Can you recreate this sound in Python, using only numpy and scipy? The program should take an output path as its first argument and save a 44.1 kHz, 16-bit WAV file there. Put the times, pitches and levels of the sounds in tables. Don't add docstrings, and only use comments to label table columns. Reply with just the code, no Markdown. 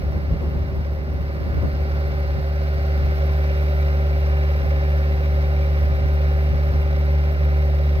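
import sys
import numpy as np
from scipy.fft import rfft, irfft, next_fast_len
from scipy.io import wavfile
from scipy.ndimage import map_coordinates

SR = 44100
rng = np.random.default_rng(int(sys.argv[2]) if len(sys.argv) > 2 else 0)


def store_pcm(level_fs):
    pcm = np.round(np.clip(level_fs, -1, 1) * 32767).astype(np.int16)
    wavfile.write(sys.argv[1], SR, np.atleast_2d(pcm).T)


N = 352800
TIME_S = np.arange(N) / SR
COLOUR_SHIFT_S = 3.2

# f/Hz, coherence
MACHINE_COHERENCE = [(100, 0.71), (600, 1), (1500, 0.74), (2500, 0.86), (3300, 0.5), (5000, 0.7),
                     (6500, 0.27), (14000, 0.29)]


def amp(db):
    return 10 ** (np.asarray(db) / 20)


def unit(x):
    return x / np.sqrt(np.mean(x ** 2) + 1e-20)


def over_log_f(points, hz):
    f, values = np.transpose(points)
    return np.interp(np.log(hz + 1), np.log(f + 1), values)


def over_time(points):
    return np.interp(TIME_S, *np.transpose(points))


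def ramp(middle_s, length_s):
    return .5 + .5 * np.tanh(4 * (TIME_S - middle_s) / length_s)


def wobble(rate_hz):
    knots = rng.standard_normal(int(N * rate_hz / SR) + 4)
    grid = np.arange(0, N, 64)
    return np.interp(np.arange(N), grid, map_coordinates(knots, [grid * rate_hz / SR]))


def filtered(x, response):
    size = next_fast_len(N + SR // 2)
    return irfft(rfft(x, size) * response(np.fft.rfftfreq(size, 1 / SR)), size)[..., :N]


def resonance(hz, centre_hz, width_hz):
    return 1j * hz * width_hz / (centre_hz ** 2 - hz ** 2 + 1j * hz * width_hz)


def resonate(x, modes):
    return filtered(x, lambda hz: sum(amp(db) * resonance(hz, f, width) ** 2 for f, width, db in modes))


def stereo(pair, spectrum, coherence=MACHINE_COHERENCE):
    def response(hz):
        angle = np.arccos(np.clip(over_log_f(coherence, hz), -1, 1)) / 2
        return amp(over_log_f(spectrum, hz)) * [np.cos(angle), np.sin(angle)]
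    mid, side = filtered(pair, response)
    return unit(np.array([mid + side, mid - side]))


def harmonics(turns, orders):
    return np.sqrt(2) * sum(amp(db) * np.cos(2 * np.pi * round(k) * turns) for k, db in orders)


def cyclic_noise(cycle, share, size=2400):
    patterns = rng.standard_normal((2, size))
    repeating = np.array([map_coordinates(row, [cycle % 1 * size], mode="grid-wrap") for row in patterns])
    return np.sqrt(share) * repeating + np.sqrt(1 - share) * rng.standard_normal((2, N))


def exhaust(cycle, flutter_db):
    # cycle order (4 = firing rate), level/dB
    orders = [(3, -34), (4, 0.5), (5, -27.5), (8, -12.5), (11, -48.5), (12, -28), (13, -38), (15, -29.5)]
    return harmonics(cycle, orders) * amp(flutter_db * wobble(25))


def panel_bark(cycle, at_cycles, width_cycles, scatter_db, jitter_rad, rebound_db, buzz_db):
    # f/Hz, width/Hz, level/dB
    modes = [(557.3, 89, 0), (654, 19, -3), (810.6, 36, -9.5)]
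    count = cycle - at_cycles + 1.5
    strength, phase = rng.standard_normal((200, 2))[count.astype(int)].T
    offset_cycles = count % 1 - .5
    offset_s = offset_cycles / (np.gradient(cycle) * SR)
    burst = np.exp(-.5 * (offset_cycles / width_cycles) ** 2)
    rebound = amp(rebound_db) * np.exp(-.5 * ((offset_cycles - .27) / .023) ** 2)
    envelope = (burst + rebound) * amp(scatter_db * strength)
    note = envelope * np.sin(2 * np.pi * modes[0][0] * offset_s + jitter_rad * phase)
    buzz = resonate(rng.standard_normal(N), modes) * (1 - .5 * burst)
    return unit(note) + amp(buzz_db) * unit(buzz)


def fan(firing, flutter_db, waver_turns, blades_per_firing=5.338):
    # blade-rate order, level/dB
    orders = [(1, -2.5), (2, -11)]
    blade_turns = blades_per_firing * firing + waver_turns * wobble(24)
    return harmonics(blade_turns, orders) * amp(flutter_db * wobble(8.6))


def block_clatter(firing, depth):
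    # f/Hz, density/dB
    spectrum = [(120, 4), (220, 3), (340, -1.5), (680, 3.5), (920, -3.5), (1400, -4), (2050, -1),
                (2600, -10.5), (2900, -11.5), (3200, -18.5), (3850, -13.5), (5200, -17), (6600, -31.5),
                (9000, -41)]
    swell = 1 + depth * np.cos(2 * np.pi * firing)
    return stereo(rng.standard_normal((2, N)) * swell, spectrum)


def valve_ticks(cycle, decay_cycles, scatter_db):
    # position/cycles, level/dB
    ticks = [(0.081, -1.5), (0.219, 0), (.35, 3), (.41, -4.5), (.64, 1), (0.741, -1.5), (0.829, -16),
             (.91, 0.5)]
    # f/Hz, density/dB
    spectrum = [(700, -19.5), (1050, 3.5), (1450, -5), (2100, -0.5), (2600, -9), (3200, -15), (4500, -14),
                (6600, -25.5), (9000, -53.5)]
    envelope = 0
    for at_cycles, db in ticks:
        count = cycle - at_cycles + 1
        tick_db = db + scatter_db * rng.uniform(-2.5, 1, size=200)[count.astype(int)]
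        envelope = envelope + amp(tick_db) * np.exp(-(count % 1) / decay_cycles)
    return stereo(cyclic_noise(cycle, share=0.74) * envelope, spectrum)


def sheet_metal(x):
    # f/Hz, width/Hz, gain/dB
    modes = [(1444, 54, 3.5), (1727, 66, -6.5), (2180, 83, 1), (2780, 53, 9), (4900, 180, 3),
             (5640, 260, 4.5)]
    return filtered(x, lambda hz: 1 + sum((amp(db) - 1) * resonance(hz, f, bw) for f, bw, db in modes))


def ringing_rattle(shift, before_db, after_db, contacts_per_s, scatter_db):
    # f/Hz, width/Hz, level/dB
    modes = [(2054, 120, -3.5), (2318, 210, -1.5), (2793, 70, -1.5), (3865, 130, -8.5)]
    level_db = before_db + (after_db - before_db) * shift + 0.85 * wobble(12)
    contacts = (rng.random(N) < contacts_per_s / SR) * rng.choice([-1, 1], size=N)
    strength = amp(scatter_db * rng.standard_normal(N).clip(-2, 2))
    return amp(level_db) * unit(resonate(contacts * strength, modes))


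def gear_whine(cycle, flutter_db, waver_cycles):
    # cycle order, level/dB
    orders = [(44, -3), (47, -7), (68, -3), (75, -1), (77, -15.5), (81, 0), (93, -9.5), (96, 2), (108, -8),
              (115, -4)]
    return sum(harmonics(cycle + waver_cycles * wobble(7.7), [line]) * amp(flutter_db * wobble(4.6))
               for line in orders)


def early_bands(shift, swell_s, start_db, swell_db, end_db):
    # f/Hz, density/dB
    spectrum = [(800, -17.5), (1250, 6.5), (1450, 14), (1800, -4.5), (2300, -24), (3300, -16), (4300, 1),
                (4900, -2.5), (6200, -32), (9000, -31)]
    early_db = start_db + (swell_db - start_db) * ramp(swell_s, length_s=.4)
    level_db = early_db + (end_db - early_db) * shift
    return amp(level_db) * stereo(rng.standard_normal((2, N)), spectrum)


def oil_hiss(flutter_db):
    # f/Hz, density/dB
    spectrum = [(3000, -37), (6500, -18), (8000, -6), (9300, -2.5), (10300, -5), (11800, 3), (14200, 3),
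                (15700, 3.5)]
    return stereo(rng.standard_normal((2, N)) * amp(flutter_db * wobble(60)), spectrum)


def high_hiss(shift, before_hz, after_hz, width_hz, peak_db, fade_db_per_s):
    def band(centre_hz):
        noise = rng.standard_normal((2, N))
        return unit(filtered(noise, lambda hz: 1 / (1 + (2 * (hz - centre_hz) / width_hz) ** 2)))
    level_db = peak_db - fade_db_per_s * np.abs(TIME_S - COLOUR_SHIFT_S)
    return amp(level_db) * (np.sqrt(1 - shift) * band(before_hz) + np.sqrt(shift) * band(after_hz))


def wind_strength(fresh_db, light_db, flutter_offset_db):
    # peak t/s, length/s, rumble/dB, flutter/dB
    gusts = [(0.043, 0.051, -27, -43.5), (0.17, .07, -25.5, -34.5), (0.33, .06, -15.5, -30),
             (0.445, .09, -29.5, -28.5), (0.557, .06, -23, -32.5), (1.435, 0.16, -25.5, -31.5),
             (1.568, 0.087, -19.5, -32), (1.655, .07, -20.5, -29), (2.385, .07, -27, -39.5),
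             (2.786, 0.087, -28, -51), (3.048, .17, -23, -36.5), (4.652, 0.093, -28.5, -41),
             (5.895, 0.24, -27.5, -53.5), (6.032, 0.11, -26, -44), (6.524, 0.088, -24.5, -44),
             (6.768, 0.27, -28.5, -41.5)]
    breeze_db = fresh_db + (light_db - fresh_db) * ramp(middle_s=2.2, length_s=1.4) + 1.1 * wobble(9)
    power = amp([breeze_db, breeze_db + flutter_offset_db]) ** 2
    for peak_s, length_s, rumble_db, flutter_db in gusts:
        bell = np.exp(-2 * (2 * (TIME_S - peak_s) / length_s) ** 2)
        power = power + amp([[rumble_db], [flutter_db]]) ** 2 * bell
    return np.sqrt(power)


def wind(rumble, flutter, lump_db):
    # f/Hz, density/dB
    rumble_spectrum = [(10, -33), (22, -26), (45, -0.5), (70, 3.5), (110, -1.5), (170, -8.5), (300, -23.5),
                       (800, -45), (2500, -79.5)]
    # f/Hz, density/dB
    flutter_spectrum = [(60, -23.5), (160, 3.5), (260, 0), (460, -5), (700, -13.5), (1100, -17.5),
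                        (3000, -53.5)]
    # f/Hz, coherence
    coherence = [(60, 0.95), (130, 0.32), (400, 0.25)]
    lumps = amp(lump_db * np.array([wobble(40), wobble(40)]))
    eddies = lambda spectrum: unit(lumps * stereo(rng.standard_normal((2, N)), spectrum, coherence))
    return rumble * eddies(rumble_spectrum) + flutter * eddies(flutter_spectrum)


def microphones(hz):
    # f/Hz, left minus right/dB
    shadow = [(140, 0), (330, -2), (4000, -1.3), (9000, -2), (13000, -4.5)]
    # f/Hz, left lag/rad
    diffraction = [(0, -28.5), (72, 0.22), (145, 0.29), (390, 0.92), (800, 1.5), (1800, 3), (2300, 4),
                   (2650, 4), (3100, 1.5), (3450, -1), (3700, 1.5), (4000, 1.36), (4900, 3), (6200, 4),
                   (12000, 4.5), (15500, 9.5)]
    shadow_db = over_log_f(shadow, hz)
    lag_rad = np.interp(hz, *np.transpose(diffraction))
    return np.array([amp(side * shadow_db / 2) * np.exp(-.5j * side * lag_rad) for side in (1, -1)])


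def scene():
    # t/s, firing rate/Hz
    firing_rate = [(0.0, 72.282), (0.6, 72.548), (1.2, 72.155), (2.0, 72.49), (3.0, 72.632), (4.5, 72.646),
                   (6.2, 72.649), (6.7, 72.845), (7.4, 72.836), (8.0, 72.144)]
    # t/s, level/dB
    level = [(0, -40.5), (1, -42), (1.9, -38), (2.5, -38), (3.15, -35.5), (4.7, -36), (8, -37)]
    firing = np.cumsum(over_time(firing_rate)) / SR + .119
    cycle = firing / 4
    shift = ramp(COLOUR_SHIFT_S, length_s=0.46)
    since_shift_s = np.maximum(TIME_S - COLOUR_SHIFT_S, 0)

    rumble, flutter = wind_strength(fresh_db=-29.5, light_db=-37.5, flutter_offset_db=-7.5)
    threshold_db = -22 + 4 * wobble(22)
    duck = 1 / np.sqrt(1 + (rumble ** 2 + flutter ** 2) / amp(threshold_db) ** 2)
    exhaust_db, bark_db = 16.5 + 0.64 * since_shift_s, -1.56 + 0.1 * since_shift_s

    clatter = amp(-0.76) * block_clatter(firing, depth=0.077)
    ticks = amp(-10.5) * valve_ticks(cycle, decay_cycles=0.077, scatter_db=4)
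    machine = sheet_metal(clatter + ticks)
    machine += amp(bark_db) * panel_bark(cycle, at_cycles=.6, width_cycles=0.081, scatter_db=0.63,
                                         jitter_rad=0.17, rebound_db=-5, buzz_db=-2)
    machine += amp(1.28) * duck ** 0.71 * fan(firing, flutter_db=0.6, waver_turns=0.0088)
    machine += amp(-15.5) * gear_whine(cycle, flutter_db=3, waver_cycles=0.00046)
    machine += amp(-19.5) * oil_hiss(flutter_db=1.5)
    machine += high_hiss(shift, before_hz=14400, after_hz=13200, width_hz=1300,
                         peak_db=-29.5, fade_db_per_s=1)
    machine += early_bands(shift, swell_s=1.3, start_db=-15.5, swell_db=-11.5, end_db=-28)
    machine += ringing_rattle(shift, before_db=-19, after_db=-12.5, contacts_per_s=500, scatter_db=4.5)
    machine += amp(exhaust_db) * duck * exhaust(cycle, flutter_db=-0.5)
    machine *= amp(over_time(level))
    return filtered(machine, microphones) + wind(rumble, flutter, lump_db=2.0)


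def record(dry):
    return filtered(dry, lambda hz: hz < 15720)


dry = scene()
out = record(dry)
store_pcm(out)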